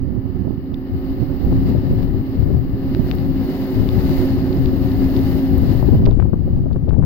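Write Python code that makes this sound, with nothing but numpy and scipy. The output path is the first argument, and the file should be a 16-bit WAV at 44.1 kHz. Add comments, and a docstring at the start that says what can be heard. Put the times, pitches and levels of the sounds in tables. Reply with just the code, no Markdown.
"""Wind buffets a camera's two microphone ports, each on its own: shaped noise, with pops and crackle on the left.
Behind it a mobile crane works some way off beside a rail track: filtered-noise diesel roar and clatter,
a pump whine that comes and goes in waves and thin whistles on one shaft, beside a free, drifting fan tone.
Raindrops ring the camera body with short decaying modes, and spray clicks on the right port.
The whole background swells and sinks, and the hardest gusts round off in a dull overload."""
import sys
import numpy as np
from scipy import signal
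from scipy.fft import rfft, irfft
from scipy.io import wavfile
from scipy.ndimage import uniform_filter1d

SR = 44100
rng = np.random.default_rng(int(sys.argv[2]) if len(sys.argv) > 2 else 0)


def transcribe(signal):
    """Save signal, clipped to [-1, 1], as a 16-bit WAV file at the path in sys.argv[1]."""
    frames = np.atleast_2d(signal).T
    limited = np.clip(frames, -1, 1)
    pcm = np.round(limited * 32767).astype(np.int16)
    wavfile.write(sys.argv[1], SR, pcm)


N = 310905
TIME = np.arange(N) / SR
HZ = np.fft.rfftfreq(N, 1 / SR)

# Guide for the swell of the whole background, as a high-hiss level: t/s, level/dB
SWELL = [(.03, -68), (.45, -68), (.65, -62.5), (.96, -59.5), (1.5, -56), (1.8, -56), (2.02, -54.5),
         (2.07, -58), (2.5, -59.5), (3, -58.5), (3.06, -54), (3.25, -55), (3.62, -52.3), (3.85, -54),
         (4.24, -51.3), (4.42, -51.8), (4.61, -50), (4.75, -51.5), (5.05, -50), (5.6, -50.5), (5.78, -51.5),
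         (5.88, -55), (6.02, -59), (6.2, -69.5), (6.5, -68), (7, -71)]
SWELL_FULL_DB = -50.5  # guide level at which the background is at full strength
SWELL_WAVER_DB, SWELL_WAVER_HZ = 1.5, 2  # the background wavers a little by chance
# Brief surges of the whole background: t/s, rise/dB
SURGES = [(1.688, 4), (5.73, 1.5), (5.95, 2)]
SURGE_WIDTH_S = 0.017
# Wafts of wind that bring the crane nearer: t/s, half length/s, rise/dB
WAFTS = [(1.7, 0.19, 1), (4.206, 0.32, 1.5)]

# Microphone hiss before the swell: f/Hz, level/dB per Hz
HISS = [(5000, -125), (8700, -110), (10000, -102), (12300, -88.5), (14600, -82.5), (15800, -81.5)]
HISS_RIGHT_DB = 2.6  # extra hiss on the right
EDGE_HZ = 15900  # upper band limit

# Roar of the diesel and its fan at full swell: f/Hz, left level/dB per Hz, right level/dB per Hz
ROAR = [(59, -64, -59.5), (138, -57.5, -52), (248, -47.5, -46.5), (408.5, -55, -52), (423, -61, -64),
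        (580, -64.5, -61), (770, -66.5, -69.5), (1300, -79, -80), (2110, -75, -78.5), (2300, -81.5, -88),
        (3050, -76.5, -78.5), (2860, -85, -86.5), (4350, -76, -90), (5200, -80.5, -104.5),
        (5430, -90.5, -101), (7370, -92.5, -104), (8800, -110, -110)]
# How alike the two ports hear the roar: f/Hz, likeness/0-1
LIKENESS = [(60, 0.06), (300, 1), (640, 0.8), (1400, 0.5), (3000, 0.4), (6000, 0.08)]
PORT_DELAY = 0.00011  # s by which the left port leads
# Resonances of the engine block: f/Hz, width/Hz, left level/dB per Hz
ENGINE_BLOCK = [(1075, 770, -74), (1810, 280, -76), (2120, 300, -81), (2740, 210, -83.5)]

PUMP_HZ, FIRING_HZ = 266.9, 123.1  # nominal, before the slight wander of the shaft
# Base level of the pump's fundamental: left level/dB, right level/dB
PUMP_DB = [-25.5, -24.5]
# Waves in the pump's hum, added to its base level: t/s, level/dB
PUMP_LEVEL = [(0, -2.5), (.5, -9.5), (1, -2), (1.3, -4), (1.63, 5), (1.85, -3), (2.3, -0.5), (2.48, -7),
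              (2.9, -1), (3.08, -6.5), (3.33, 4), (3.7, 0), (3.97, -4.5), (4.15, 3), (4.38, 3.5), (4.55, 1),
              (5.1, 3.5), (5.42, 4), (5.66, 0), (5.8, -5.5), (6.25, -16), (7.05, -10.5)]
# Overtones of the pump whine: multiple of PUMP_HZ, left level/dB, right level/dB
PUMP_OVERTONES = [(2, -44.5, -42.5), (3, -51, -51.5)]
# Partials of the diesel's firing: multiple of FIRING_HZ, left level/dB, right level/dB
FIRING = [(3, -32, -32), (4, -51, -51), (5, -61.5, -57), (6, -52.5, -47), (7, -69, -65.5)]
# Thin whistles of gears and valves: f/Hz, left level/dB, right level/dB
WHISTLES = [(872, -60, -60), (1035, -63, -70), (1114, -62, -69), (1253, -59, -64), (1722, -60, -68),
            (2899, -67, -70), (2958, -68, -69), (3008, -64.5, -63), (3035, -71, -71), (3690, -72, -74),
            (4243, -71, -80), (4615, -65, -80), (4677, -65, -78), (4736, -69, -80)]
# Blade tone of the cooling fan, drifting with its load: t/s, f/Hz
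FAN = [(0, 370.6), (.9, 371.6), (1.8, 385.2), (2.7, 383), (3.5, 374.6), (4.5, 381), (5.4, 372.2),
       (7.05, 374)]
FAN_DB = -41
# The whistles and the clatter sink, and stay down, in the last hard gusts
DIP_DB, DIP_S, DIP_LENGTH_S = -3.5, 6.0, .25

# Raindrops on the camera body: t/s, left peak/dB, favoured f/Hz, spread/octaves, ring/multiple of usual
DROPS = [(0.7432, -26, 3860, 0.44, 2.2), (2.0303, -26, 3000, 2.7, 1), (2.9489, -15, 1400, 1.3, 1.5),
         (3.1134, -9.5, 2720, 0.69, 1.4), (3.185, -24, 2500, 2, 1), (3.8897, -17, 4300, 0.98, 2),
         (4.008, -26, 2400, 1, 1), (4.529, -23, 4200, 1, 1), (4.659, -20, 4500, .8, 1),
         (4.918, -24, 3300, 1.5, 1), (5.165, -19.5, 4400, .8, 1.3), (5.192, -25, 4500, .6, 1.3),
         (6.0558, -22, 4600, .45, 1.3), (6.062, -14, 2000, 1.6, 1), (6.1112, -27.5, 4000, 0.56, 1.6),
         (6.131, -36, 4300, .7, 1), (6.7312, -33, 4200, .7, 1), (6.8931, -26, 2800, 1.4, 1)]
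# Modes a drop rings in the camera body: nominal f/Hz, level/dB, usual t60/s
CAMERA_MODES = [(1100, -15.5, 0.0029), (1900, -2.5, 0.0014), (2640, -4, 0.003), (3130, -6, 0.0032),
                (3810, 0.5, 0.004), (4630, -0.5, 0.0026)]
# Fine spray ticks on the right port: t/s, peak/dB
SPRAY = [(.936, -33), (1.452, -29), (2.03, -35), (2.29, -33), (2.396, -34), (3.151, -22), (5.581, -18),
         (6.201, -38)]

# Single eddies that slap a port: t/s, port/0 left 1 right, relative level/dB, upper edge f/Hz, half length/s
BUFFETS = [(0.477, 1, -22.5, 297, 0.0056), (0.508, 1, -17.5, 288, 0.0029), (1.526, 0, -18, 380, 0.0052),
           (1.752, 0, -17.5, 268, 0.0069), (2.408, 0, -30, 300, 0.0012), (2.505, 0, -21, 333, 0.0089),
           (2.997, 1, -13.5, 181, 0.0046), (5.827, 0, -17, 418, 0.0012), (5.889, 0, -12, 280, 0.0032),
           (5.952, 0, -21, 350, 0.0015), (6.022, 0, -18.5, 350, 0.002), (6.074, 1, -18, 534, 0.0042),
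           (6.091, 1, -16, 324, 0.0038), (6.114, 0, -24, 497, 0.0019), (6.174, 0, -42, 401, 0.0018),
           (6.193, 0, -19, 276, 0.0023), (6.256, 0, -22, 391, 0.0029), (6.337, 0, -13, 251, 0.0042),
           (6.479, 0, -24.5, 397, 0.0016), (6.664, 0, -26.5, 400, 0.0042), (6.762, 0, -26.5, 560, 0.0026),
           (6.769, 0, -21, 370, 0.0011), (6.888, 0, -29, 450, 0.011), (6.934, 0, -23, 400, 0.0024)]
# Sharp pops where the airflow breaks at the left port: t/s, peak/dB, upper edge f/Hz
POPS = [(1.523, -15, 600), (2.418, -29, 700), (5.83, -14, 650), (5.886, -17.5, 700), (5.911, -21, 700),
        (6.069, -17, 1100), (6.116, -25, 1200), (6.197, -18.5, 1100), (6.1997, -9, 1700),
        (6.2220, -19, 1900), (6.225, -13, 1370), (6.257, -25.5, 900), (6.264, -25.5, 1700),
        (6.3329, -12.5, 1100), (6.34, -17.5, 1100), (6.637, -32, 700), (6.712, -19, 1030),
        (6.762, -16, 1100), (6.9077, -14, 1210), (6.931, -19, 750), (6.9425, -20, 1600), (6.959, -27, 750),
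        (6.985, -27, 750), (7.019, -28, 1900), (7.0255, -13, 990), (7.036, -15, 1400)]
# Slowly changing breeze beneath the gusts: t/s, left strength/dB, right strength/dB
BREEZE = [(0, -38.5, -20), (0.799, -36.5, -33.5), (1.298, -34.5, -20), (2.2, -31, -30), (2.747, -23, -26),
          (3.601, -29, -30.5), (4.248, -27, -26.5), (5.3, -22.5, -28), (6.3, -15.5, -27),
          (7.05, -15.5, -33)]
# Separate gusts that catch a port: start t/s, length/s, port/0 left 1 right, strength/dB
GUSTS = [(0.122, 0.05, 1, -22), (0.344, 0.19, 1, -23), (0.673, 0.055, 1, -19.5), (0.89, .06, 0, -19),
         (1.085, 0.038, 0, -20.5), (1.15, 0.044, 1, -24), (1.284, .04, 1, -26.5), (1.396, 0.22, 1, -18),
         (1.443, 0.73, 0, -15), (1.889, 0.035, 1, -16.5), (2.348, 0.24, 0, -12), (2.451, .08, 1, -22),
         (2.844, 0.17, 1, -20.5), (3.067, 0.34, 0, -19), (3.724, 0.37, 0, -14.5), (4.128, 0.08, 1, -19.5),
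         (4.293, 0.052, 0, -13.5), (4.397, 0.16, 1, -20.5), (4.556, 0.3, 0, -15), (4.891, 0.47, 0, -16),
         (5.481, 0.27, 0, -12), (5.774, 0.47, 0, -11.5), (5.9, 0.18, 1, -15.5), (6.423, 0.22, 1, -24.5),
         (6.783, .035, 1, -25), (6.892, 0.33, 0, -11), (6.968, 0.03, 1, -19)]
GUST_ATTACK_S, GUST_RELEASE_S = 0.035, 0.08  # every gust builds quickly, holds, and dies away
# Colour of the wind's pressure on a port: f/Hz, relative level/dB per Hz
RUMBLE = [(8, -1.5), (22, -29.5), (55, -1.5), (115, 0), (200, -7.5), (300, -29), (450, -29.5), (800, -47.5),
          (2000, -113)]
# Colour of the rasp of its small eddies: f/Hz, relative level/dB per Hz
RASP = [(90, -21.5), (175, 1), (250, 4.5), (400, -10), (650, -18), (1000, -29), (1800, -50), (4000, -78)]


def amp(db):
    """Decibels to gain."""
    return 10 ** (np.asarray(db) / 20)


def unit(x):
    """Scales to rms 1."""
    return x / np.sqrt(np.mean(x ** 2) + 1e-20)


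def curve(rows):
    """Joins (s, value) rows by straight lines."""
    return np.interp(TIME, *np.transpose(rows))


def spectrum(rows, column=1):
    """Reads one column of (Hz, ..) rows on a log-frequency axis."""
    columns = np.transpose(rows)
    return np.interp(np.log(HZ + 1), np.log(columns[0]), columns[column])


def white():
    """Spectrum of white noise at 0 dB per Hz."""
    return rfft(rng.standard_normal(N)) * np.sqrt(SR / 2)


def wander(rate):
    """Slow chance movement of rms 1, up to about rate changes a second."""
    return unit(irfft(white() * (HZ > 0) / (1 + (HZ / rate) ** 4), N))


def bump(centre_s, width_s):
    """A smooth rise to 1 and back."""
    return np.exp(-((TIME - centre_s) / width_s) ** 2 / 2)


def add(track, s, sound):
    """Adds a sound to a track at time s."""
    part = track[max(round(s * SR), 0):][:len(sound)]
    part += sound[:len(part)]


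def background():
    """Strength of everything behind the wind in dB: a slow swell that wavers, and a few brief surges."""
    surges = sum(db * bump(s, SURGE_WIDTH_S) for s, db in SURGES)
    return curve(SWELL) - SWELL_FULL_DB + SWELL_WAVER_DB * wander(SWELL_WAVER_HZ) + surges


def hiss(swell_db, top_follow=0.95, lower_follow=2.5, split_hz=12500):
    """High hiss, unrelated in the two microphones; below the split it fades faster than above as levels sink."""
    top_share = 1 / (1 + (split_hz / (HZ + 1)) ** 16)
    noise = np.array([amp(db) * white() * amp(spectrum(HISS)) for db in (0, HISS_RIGHT_DB)])
    top = irfft(noise * top_share, N)
    lower = irfft(noise * (1 - top_share), N)
    return amp(top_follow * swell_db) * top + amp(lower_follow * swell_db) * lower


def wafts():
    """Rise in dB as the wind carries the crane's sound toward the camera."""
    return sum(db * bump(s, width) for s, width, db in WAFTS)


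def roar(shaft, swell_db, throb=0.08, flutter_db=1.0, bass_follow=0.43, treble_follow=1.027,
         air_follow=1.65, split_hz=430, air_hz=5450):
    """Engine and fan noise, pulsing with the firing and fluttering in the wind; higher bands swell more."""
    same = np.clip(spectrum(LIKENESS), 0, 1)
    left = white()
    delayed = left * np.exp(-2j * np.pi * HZ * PORT_DELAY)
    right = same * delayed + np.sqrt(1 - same ** 2) * white()
    both = np.array([left * amp(spectrum(ROAR)), right * amp(spectrum(ROAR, column=2))])
    bass = 1 / (1 + (HZ / split_hz) ** 8)
    below_air = 1 / (1 + (HZ / air_hz) ** 60)
    bands = [(bass, bass_follow), (below_air - bass, treble_follow), (1 - below_air, air_follow)]
    noise = sum(amp(follow * swell_db) * irfft(both * share, N) for share, follow in bands)
    pulse = 1 + throb * np.cos(2 * np.pi * FIRING_HZ * shaft)
    return noise * pulse * amp(flutter_db * wander(19.0))


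def clatter(shaft, right_db=-5, throb=0.1):
    """Combustion knocks keep the engine block ringing: resonant noise, heard mostly at the left port."""
    power = sum(amp(2 * db) / (1 + (2 * (HZ - hz) / width) ** 2) ** 2 for hz, width, db in ENGINE_BLOCK)
    body = np.sqrt(power)
    knocks = 1 + throb * np.cos(2 * np.pi * FIRING_HZ * shaft)
    return np.array([amp(db) * knocks * irfft(white() * body, N) for db in (0, right_db)])


def tone(turns, hz, levels_db, scatter, scatter_hz):
    """A steady partial plus its share scattered by moving air and by the rail car, at both ports."""
    scattered = scatter * (wander(scatter_hz) + 1j * wander(scatter_hz))
    path = (1 + scattered) / np.sqrt(1 + 2 * scatter ** 2)
    wave = np.sqrt(2) * path * np.exp(2j * np.pi * turns)
    lag = np.exp(-2j * np.pi * hz * PORT_DELAY)
    return amp(levels_db)[:, None] * np.real([wave, wave * lag])


def whine(shaft, swell_db, dip_db, whine_follow=0.65, whistle_follow=0.41, hum_scatter=0.31):
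    """Pump hum carried in waves by the wind; overtones, firing and whistles on the shaft; a free fan tone."""
    hum = tone(PUMP_HZ * shaft, PUMP_HZ, PUMP_DB, scatter=hum_scatter, scatter_hz=18)
    hum = amp(curve(PUMP_LEVEL)) * hum
    # higher overtones scatter more
    pump = sum(tone(k * PUMP_HZ * shaft, k * PUMP_HZ, db, scatter=.3 * k ** .7, scatter_hz=6)
               for k, *db in PUMP_OVERTONES)
    firing = sum(tone(k * FIRING_HZ * shaft, k * FIRING_HZ, db, scatter=2.8, scatter_hz=9)
                 for k, *db in FIRING)
    whistles = sum(tone(hz * shaft, hz, db, scatter=.33, scatter_hz=4) for hz, *db in WHISTLES)
    fan_turns = np.cumsum(curve(FAN)) / SR
    fan = tone(fan_turns, FAN[0][1], [FAN_DB, FAN_DB], scatter=0.91, scatter_hz=18)
    swelling = amp(whine_follow * swell_db) * (pump + firing + fan)
    return hum + swelling + amp(whistle_follow * swell_db + dip_db) * whistles


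def drizzle():
    """About five small drops a second at random moments, louder as the background swells."""
    gap, size, colour = rng.random((60, 3)).T
    times = np.cumsum(-np.log(gap) / 5)
    swell_db = np.interp(times, *np.transpose(SWELL)) - SWELL_FULL_DB
    levels_db = swell_db - 35 + 8 * size ** 2
    return [(s, db, 2000 + 3000 * c, 1, 1) for s, db, c in zip(times, levels_db, colour)]


def drops(rows, right_db=-22):
    """Drops land by the left port and ring the camera body very briefly; each spot favours its own modes."""
    out, t = np.zeros(N), np.arange(900) / SR
    dull = signal.butter(6, 5400, fs=SR, output="sos")
    for s, db, centre_hz, octaves, ring in rows:
        tick = 0
        for hz, mode_db, t60 in CAMERA_MODES:
            decay = amp(mode_db - 60 * t / (ring * t60))
            favour = 1 / (1 + (np.log2(hz / centre_hz) / octaves) ** 2) ** 2
            tick = tick + decay * favour * np.sin(2 * np.pi * hz * rng.uniform(0.94, 1.03) * t)
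        tick = signal.sosfilt(dull, tick)
        add(out, s, amp(db) * tick / abs(tick).max())
    return np.array([out, amp(right_db) * out])


def spray(low_hz=12000):
    """Tiny droplets strike the right port with a bare, high click: a band-passed impulse."""
    out = np.zeros((2, N))
    band = signal.butter(3, [low_hz, EDGE_HZ], "band", fs=SR, output="sos")
    click = signal.sosfilt(band, signal.unit_impulse(128))
    for s, db in SPRAY:
        add(out[1], s, amp(db) * click / abs(click).max())
    return out


def crackle(level_db=-17, slips_per_s=300, decay_s=0.019, low_hz=450):
    """After each pop the torn flow keeps slipping at the port: a short, uneven train of smaller pops."""
    out, t = np.zeros((2, N)), np.arange(4000) / SR
    for s, db, edge_hz in POPS:
        struck = rng.random(len(t)) < slips_per_s / SR
        slips = struck * rng.uniform(-1, 1, len(t)) * np.exp(-t / decay_s)
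        band = signal.butter(2, [min(low_hz, edge_hz / 2), edge_hz], "band", fs=SR, output="sos")
        slip = signal.sosfilt(band, signal.unit_impulse(300))
        add(out[0], s, amp(db + level_db) * np.convolve(slips, slip / abs(slip).max()))
    return out


def pops(low_hz=330, rattle=0.042, rattle_s=0.0025):
    """A sudden step of pressure leaks away within a millisecond; the broken flow rattles briefly after it."""
    out, t = np.zeros((2, N)), np.arange(900) / SR
    leak = signal.butter(2, low_hz, "high", fs=SR, output="sos")
    dull = signal.butter(4, 5400, fs=SR, output="sos")
    for s, db, edge_hz in POPS:
        rise = signal.butter(3, edge_hz, fs=SR, output="sos")
        step = 1 + np.cumsum(rattle * np.exp(-t / rattle_s) * rng.standard_normal(len(t)))
        pop = signal.sosfilt(np.vstack([leak, rise, dull]), step)
        add(out[0], s, amp(db) * pop / abs(pop).max())
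    return out


def buffets(level_db=5, low_hz=260):
    """Each eddy is a millisecond-scale puff of noise; the harder its edge, the higher it reaches."""
    out, t = np.zeros((2, N)), np.arange(-1024, 1024) / SR
    hz = np.fft.rfftfreq(len(t), 1 / SR)
    for s, port, db, edge_hz, length in BUFFETS:
        colour = hz ** 2 / (hz ** 2 + low_hz ** 2) / (1 + (hz / edge_hz) ** 4)
        shape = np.exp(-(t / length) ** 2 / 2)
        puff = irfft(rfft(rng.standard_normal(len(t)) * shape) * colour)
        puff = puff * np.linalg.norm(shape) / np.linalg.norm(puff)  # same energy whatever the colour
        add(out[port], s + t[0], amp(db + level_db) * puff)
    return out


def airflow(channel):
    """Wind strength in dB at one port: the breeze plus its gusts, each with an attack, a hold and a release."""
    power = amp(2 * curve([(s, db[channel]) for s, *db in BREEZE]))
    for start, length, port, db in GUSTS:
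        if port == channel:
            rise = np.clip((TIME - start) / GUST_ATTACK_S, 0, 1)
            fall = np.clip(1 - (TIME - start - length) / GUST_RELEASE_S, 0, 1)
            power = power + (amp(db) * rise * fall) ** 2
    return 10 * np.log10(power)


def wind(flow_db, rumble_db, rasp_db, throb_db, deep_db, rasp_growth=1.114, deep_growth=0.85, deep_hz=75):
    """Turbulence at one port: throbbing rumble, deep heaves, and a rasp that gets lumpier in a hard gust."""
    strength_db = flow_db + throb_db * wander(25.0)
    pressure = unit(irfft(white() * amp(spectrum(RUMBLE)), N))
    local_power = uniform_filter1d(pressure ** 2, size=8000)
    pressure = unit(pressure / np.sqrt(local_power))  # evened out, so the gust sets the size of the swings
    deep_noise = irfft(white() * HZ / (HZ + 20) / (1 + (HZ / deep_hz) ** 6), N)
    heaves = unit(deep_noise * amp(3.5 * np.minimum(wander(9), 1.3)))
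    lumps_db = np.interp(flow_db, [-24, -14], [3, 5.3])
    lumps = amp(lumps_db * np.minimum(wander(55), 1.7))
    rasp = unit(irfft(white() * amp(spectrum(RASP)), N) * lumps)
    rumble = amp(strength_db + rumble_db) * pressure
    deep = amp(deep_growth * flow_db + deep_db) * heaves
    return rumble + deep + amp(rasp_growth * strength_db + rasp_db) * rasp


def scene(clatter_follow=0.47):
    """The crane behind, wind and rain on the camera."""
    shaft = np.cumsum(1 + 0.00067 * wander(1.9)) / SR  # s; the governor holds the speed almost still
    swell_db = background()
    dip_db = DIP_DB * np.clip((TIME - DIP_S) / DIP_LENGTH_S, 0, 1)
    crane_db = swell_db + wafts()
    crane = roar(shaft, crane_db) + whine(shaft, crane_db, dip_db)
    crane = crane + amp(clatter_follow * crane_db + dip_db) * clatter(shaft)
    left_wind = wind(airflow(0), rumble_db=0.5, rasp_db=-10.5, throb_db=1.45, deep_db=-10.5)
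    right_wind = wind(airflow(1), rumble_db=1.0, rasp_db=-5.5, throb_db=3.5, deep_db=-7.5)
    gusts = np.array([left_wind, right_wind])
    rain = drops(DROPS + drizzle()) + spray()
    return crane + hiss(swell_db) + gusts + buffets() + pops() + crackle() + rain


def record(dry):
    """The hardest gusts are rounded off by a dull overload; then the band limit."""
    excess = dry - dry / (1 + (dry / .93) ** 6) ** (1 / 6)
    dull = signal.firwin(101, 2500, window=("kaiser", 9), fs=SR)
    rounded = dry - signal.oaconvolve(excess, dull[None], "same")
    band_limit = signal.firwin(511, EDGE_HZ, window=("kaiser", 9), fs=SR)
    return signal.oaconvolve(rounded, band_limit[None], "same")


dry = scene()
out = record(dry)
transcribe(out)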